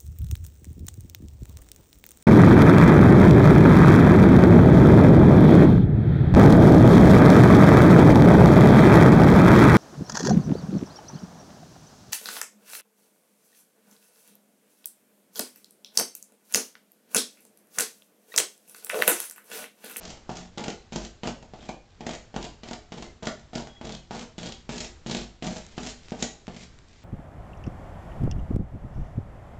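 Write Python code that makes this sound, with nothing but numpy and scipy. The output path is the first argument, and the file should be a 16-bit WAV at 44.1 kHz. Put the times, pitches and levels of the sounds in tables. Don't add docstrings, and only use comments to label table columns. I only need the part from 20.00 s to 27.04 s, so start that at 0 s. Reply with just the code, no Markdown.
import sys
import numpy as np
from scipy import signal
from scipy.fft import rfft, irfft
from scipy.io import wavfile
from scipy.ndimage import uniform_filter1d

SR = 44100
rng = np.random.default_rng(int(sys.argv[2]) if len(sys.argv) > 2 else 0)


def store_pcm(level_fs):
    pcm = np.round(np.clip(level_fs, -1, 1) * 32767).astype(np.int16)
    wavfile.write(sys.argv[1], SR, np.atleast_2d(pcm).T)


N = 310464
FREQS = np.fft.rfftfreq(16384, 1 / SR)
# start and length in seconds; relative levels in dB of landing, nail
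# click, rasp, swell along the drag, push into the box and stiffness of the spot; film resonance in Hz.
STROKES = [(0, 0.18, -34, -33, -59.5, 0, -3, 10, 5700), (0.293, .17, -12, -24, -56, -8, -2, 6, 6200),
           (0.5754, .16, -15, -23.5, -57.5, -2.5, 3.5, 5.5, 2750),
           (0.923, 0.14, -18, -22, -54.5, 6, -2, -0.5, 6000),
           (1.234, 0.069, -12.5, -19, -49.5, 9, 2.5, 4.5, 2660),
           (1.5362, .18, -22.5, -33, -64, 16.5, -1.5, 5, 2390),
           (2.0073, .15, -18.5, -26, -61, 14, 3.5, 4.5, 2000),
           (2.342, 0.12, -20.5, -29, -56, 7.5, -2.5, 5.5, 2980),
           (2.634, 0.13, -22.5, -24.5, -55, -5.5, -4, 6, 1930),
           (2.9207, 0.16, -20.5, -22, -59, -4, 0.5, -2.5, 3140),
           (3.225, 0.067, -22.5, -31, -53.5, 1.5, 1.5, 7.5, 1440),
           (3.5324, 0.099, -21, -29, -54, -17, 2, 6.5, 1480),
           (3.8127, 0.14, -19.5, -27, -57.5, 10.5, 2, 4, 3720),
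           (4.109, 0.13, -15.5, -23.5, -53.5, -1, -3, 6, 1230),
           (4.3815, .145, -19.5, -20, -53, 4.5, -2, -4, 4200),
           (4.6922, .18, -15, -18, -48, 2.5, -5.5, -3, 7060),
           (5.0624, 0.18, -16.5, -22, -49.5, 0, -3.5, -5, 4050),
           (5.424, .16, -15.5, -17.5, -49.5, 5, -2.5, -1, 6900),
           (5.7791, 0.13, -13, -18, -50, 17.5, -7, -1, 7040),
           (6.12, 0.126, -12, -24, -57, 33, -2.5, -2, 7200),
           (6.4798, 0.16, -17.5, -26.5, -58, 18.5, -7.5, -3.5, 2110)]


def undb(db):
    return 10 ** (np.asarray(db) / 20)


def slope(points):
    hz, db = np.transpose(points)
    return np.interp(np.log(FREQS + 1), np.log(hz), db)


def resonances(modes):
    return sum(db / (1 + (2 * (FREQS - hz) / width) ** 2) for hz, width, db in modes)


def response(db):
    cepstrum = irfft(np.log(undb(db)))
    half = len(cepstrum) // 2
    cepstrum[1:half] *= 2
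    cepstrum[half + 1:] = 0
    return irfft(np.exp(rfft(cepstrum)))[:half]


def through(x, h):
    return signal.fftconvolve(x, h)[:len(x)]


def add(track, s, sound):
    i = max(int(s * SR), 0)
    track[i:i + len(sound)] += sound[:N - i]


def walk(count, rate_hz):
    place = np.arange(count) * rate_hz / SR
    return np.interp(place, np.arange(count), rng.standard_normal(count))


def crackle(envelope, evenness):
    spectrum = rfft(rng.standard_normal(len(envelope)) * envelope)
    burst = irfft(spectrum / np.abs(spectrum) ** evenness, len(envelope))
    return burst / np.linalg.norm(burst)


def ambience(waver_db=1.3):
    # frequency in Hz, gain in dB.
    spectrum = [(20, -31.5), (32, -31), (50, -31.5), (80, -31), (140, -39.5), (220, -44), (400, -47),
                (800, -53.5), (1500, -55), (3000, -60), (7000, -63.5)]
    noise = through(rng.standard_normal(N), response(slope(spectrum)))
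    return noise * undb(waver_db * walk(N, rate_hz=10))


def sleeves(level_db=-64, swell_db=3, grains_hz=900):
    grains = (rng.random(N) < grains_hz / SR) * rng.standard_normal(N)
    colour = response(slope([(300, -14.5), (2000, -7.0), (4000, 3.0), (7000, -10)]))
    return through(grains / np.std(grains), colour) * undb(level_db + swell_db * walk(N, rate_hz=20))


def ticks(decay_s=0.001):
    # start in seconds, relative level in dB.
    clicks = [(5.6652, -13.5), (6.034, -24), (6.0842, -12.5), (6.107, -12), (6.4692, -14), (6.7882, -17.5),
              (6.885, -22.5)]
    out = np.zeros(N)
    t = np.arange(SR // 100) / SR
    colour = response(slope([(500, -13), (3500, -4), (7000, -8.5)]))
    for s, db in clicks:
        add(out, s, undb(db) * through(crackle(np.exp(-t / decay_s), evenness=0), colour))
    return out


def echoes(t60_s=0.25, late_t60_s=0.65, late_db=-17, build_s=0.0015, floor_s=0.0052, floor_db=-4):
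    # frequency in Hz, gain in dB against the direct sound.
    reflection_gain = [(60, -7.5), (200, -4), (500, 3), (1200, 1), (3000, -1.5), (8000, -1.5)]
    t = np.arange(SR // 2) / SR
    fade = undb(-60 * t / t60_s) + undb(late_db - 60 * t / late_t60_s)
    tail = rng.standard_normal(len(t)) * (1 - np.exp(-t / build_s)) * fade
    bounce = crackle(np.exp(-np.abs(t - floor_s) / 0.00049), evenness=0.79)
    reflections = tail / np.linalg.norm(tail) + undb(floor_db) * bounce
    h = signal.unit_impulse(len(t)) + through(reflections, response(slope(reflection_gain)))
    power = uniform_filter1d(np.abs(rfft(h, 2 * len(FREQS) - 2)) ** 2, size=24)
    return through(h, response(-10 * np.log10(power)))


def room(x, level_db=-1.88):
    out = np.zeros(N)
    starts = [0] + [int(stroke[0] * SR) for stroke in STROKES[1:]] + [N]
    for a, b in zip(starts, starts[1:]):
        add(out, a / SR, signal.fftconvolve(x[a:b], echoes()))
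    return out * undb(level_db)


def box(force):
    # frequency in Hz, gain in dB.
    radiation = [(20, 10.5), (50, 19.5), (95, 20), (140, 28), (220, 30.5), (300, 23.5), (500, 19.5),
                 (800, 22), (1050, 14.5), (2200, 14.5), (3500, 15), (5500, 13.5), (7300, 10.5)]
    # frequency and width in Hz, dB above that curve.
    modes = [(49.8, 9.3, 17), (137.6, 5.6, 7), (179.2, 10, 6.5), (201.1, 9.3, 2), (236.6, 24.7, 7.5),
             (345.6, 44, 7), (422, 25, 4), (447.2, 20, 6), (494, 31, 5), (635.2, 69, 6.5), (733, 22, 3),
             (783, 7.9, -1.5), (839, 40, 2.5), (935, 22, 4.5), (1176, 47, 2), (1446, 44, 1.5),
             (3250, 81, 1.5)]
    return through(force, response(slope(radiation) + resonances(modes)))


def spot(db, stiffness_db):
    return db - stiffness_db / 2, db + stiffness_db / 2


def contact(thud_db, knock_db, crack_db, film_hz):
    spectrum = slope([(256, thud_db), (775, knock_db), (2700, crack_db)])
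    return response(spectrum + resonances([(film_hz, 0.26 * film_hz, 4)]))


def effort(along, rasp_db, swell_db, arch_db=1.5):
    along = np.clip(along, 0, 1)
    return rasp_db + swell_db * (along - .5) + arch_db * (np.sin(np.pi * along) - .5)


def rub(length, level_db, swell_db, slips_hz=1300, scatter_db=5.0, grip_db=4.0, lift_s=0.019):
    t = np.arange(SR // 4) / SR
    sizes = undb(scatter_db * np.minimum(rng.exponential(size=len(t)), 3))
    slips = (rng.random(len(t)) < slips_hz / SR) * sizes * rng.choice([-1, 1], len(t))
    rasp = slips / np.std(slips) + undb(-5) * rng.standard_normal(len(t))
    db = effort(t / length, level_db, swell_db) + grip_db * walk(len(t), rate_hz=150)
    touching = np.clip(t / 0.0034, 0, 1) * np.clip((length - t) / lift_s + .5, 0, 1)
    return rasp * undb(db) * touching


def hand_slides():
    # start in seconds, nominal length in seconds, relative level in dB.
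    slides = [(5.602, 0.21, -61.5), (5.951, 0.28, -64), (6.879, 0.29, -67)]
    force = np.zeros(N)
    palm = contact(thud_db=-10, knock_db=-10, crack_db=-4, film_hz=2150)
    for s, length, db in slides:
        add(force, s, through(rub(length, db, swell_db=0), palm))
    return force


def squeaks():
    # start and length in seconds, pitch and its wander in Hz, relative level in dB.
    tones = [(1.6, 0.017, 3450, 220, -48), (1.634, 0.014, 3230, 200, -46), (1.685, 0.013, 2480, 180, -35.5),
             (3.022, 0.1, 2084, 50, -55), (3.67, 0.09, 3320, 29, -54), (3.738, 0.063, 3335, 24, -49),
             (3.798, 0.16, 3360, 23, -56)]
    out = np.zeros(N)
    t = np.arange(SR // 5) / SR
    for s, length, hz, wander_hz, db in tones:
        phase = 2 * np.pi * np.cumsum(hz + wander_hz * walk(len(t), rate_hz=680)) / SR
        envelope = np.sin(np.pi * np.minimum(t / length, 1))
        add(out, s, undb(db) * envelope * np.sin(phase))
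    return out


def blows(events, catch_s, fall_s, again_db, again_s, spread_s, split_hz, film_db, evenness):
    force = np.zeros(N)
    lead = SR // 100
    t = np.arange(-lead, 5 * lead) / SR
    after = np.exp(-np.abs(t) / fall_s) + undb(again_db) * np.exp(-np.abs(t - again_s) / spread_s)
    envelope = np.where(t < 0, np.exp(-np.abs(t) / catch_s), after)
    dent = signal.lfilter(*signal.butter(2, split_hz, fs=SR), signal.unit_impulse(len(t), lead))
    for s, *colour in events:
        film = signal.lfilter(*signal.butter(2, split_hz, "high", fs=SR), crackle(envelope, evenness))
        add(force, s - lead / SR, through(undb(film_db) * film - dent, contact(*colour)))
    return force


def edges():
    # time in seconds, relative levels in dB of crack and jolt to the box.
    releases = [(0.053, -24, -27), (0.1049, -24, -31), (0.37, -22.5, -30), (0.5813, -18.5, -21.5),
                (0.6404, -17, -23), (0.6822, -18, -9.5), (0.7028, -20, -37), (0.9318, -25.5, -31),
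                (0.9604, -16.5, -10.5), (1.05, -25, -45), (1.274, -16.5, -9.5), (1.4276, -35, -27),
                (1.6917, -24, -12.5), (2.0672, -17.5, -11.5), (2.0929, -21.5, -16.5), (2.1108, -22.5, -31),
                (2.1508, -24, -43), (2.3633, -20, -8.5), (2.4279, -22.5, -26), (2.7117, -24.5, -15.5),
                (2.7331, -20.5, -25), (2.984, -29.5, -21.5), (3.025, -24.5, -20), (3.23, -26, -29),
                (3.256, -22, -32), (3.2714, -14.5, -6.5), (3.3954, -37.5, -42), (3.5578, -21, -9),
                (3.6724, -30.5, -23.5), (3.8505, -27, -32), (3.8938, -25, -21), (3.9231, -23, -47),
                (4.1495, -27, -20), (4.194, -21.5, -33), (4.3873, -25, -29), (4.4594, -24, -21.5),
                (4.8053, -19, -21), (5.0981, -21, -17.5), (5.1141, -15.5, -15.5), (5.1487, -15.5, -13),
                (5.169, -17.5, -19.5), (6.226, -8, -10.5)]
    events = []
    for s, crack_db, jolt_db in releases:
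        *_, stiffness_db, film_hz = [stroke for stroke in STROKES if stroke[0] <= s][-1]
        events.append((s, *spot(jolt_db, stiffness_db), crack_db, film_hz))
    return events


def creases(count=6, per_s=13, over_rasp_db=27.5, scatter_db=1, jolt_db=-8, smooth_from_s=5.3):
    events = []
    for s, length, _, _, rasp_db, swell_db, push_db, stiffness_db, _ in STROKES:
        delays = np.cumsum(rng.gamma(2, .5, count)) / per_s
        for delay, (weakness, pitch) in zip(delays, rng.standard_normal((count, 2))):
            if delay < length and s < smooth_from_s:
                db = effort(delay / length, rasp_db, swell_db) + over_rasp_db - scatter_db * weakness
                film_hz = 4200 * np.exp(0.18 * pitch)
                events.append((s + delay, *spot(db + push_db + jolt_db, stiffness_db), db, film_hz))
    return events


def snaps(level_db=-0.5):
    # frequency in Hz, width in Hz, height in dB.
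    modes = [(3250, 290, 3.5), (3960, 570, 2.5), (6820, 840, 5)]
    force = blows(edges() + creases(), catch_s=0.0011, fall_s=0.0015, again_db=-12.5, again_s=0.0035,
                  spread_s=0.0045, split_hz=1040, film_db=1.0, evenness=0.35)
    return through(force, response(level_db + resonances(modes)))


def finger_pad(rasp, length, swell_db, cutoff_hz=1900, ease_db=-4):
    along = np.clip(np.arange(len(rasp)) / SR / length, 0, 1)
    dull = signal.filtfilt(*signal.butter(2, cutoff_hz, fs=SR), rasp)
    return rasp - dull + dull * undb((ease_db - .5 * swell_db) * (along - .5))


def drags(stiffness_share=0.36):
    force = np.zeros(N)
    for s, length, _, _, rasp_db, swell_db, push_db, stiffness_db, film_hz in STROKES:
        colour = contact(*spot(push_db, stiffness_share * stiffness_db), crack_db=-4, film_hz=film_hz)
        rasp = finger_pad(rub(length, rasp_db, swell_db), length, swell_db)
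        add(force, s, through(rasp, colour))
    return force


def landings(nail_hz=2950, cushion_hz=4350):
    events = [(s, *spot(landing_db, stiffness_db), click_db, nail_hz)
              for s, _, landing_db, click_db, _, _, _, stiffness_db, _ in STROKES]
    force = blows(events, catch_s=0.0001, fall_s=0.0017, again_db=-7, again_s=0.0053,
                  spread_s=0.0046, split_hz=1100, film_db=2.0, evenness=0.33)
    return signal.lfilter(*signal.butter(1, cushion_hz, fs=SR), force)


def scene():
    force = landings() + snaps() + drags() + hand_slides()
    return (room(box(force) + squeaks()) + ticks() + sleeves() + ambience())[None]


def record(dry, cutoff_hz=8800):
    mic = response(slope([(7550, 0), (8100, -14), (8800, -17)]))
    lowpass = signal.ellip(10, .2, 70, cutoff_hz, fs=SR, output="sos")
    return signal.sosfilt(lowpass, through(dry[0], mic))[None]


dry = scene()
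out = record(dry)
store_pcm(out)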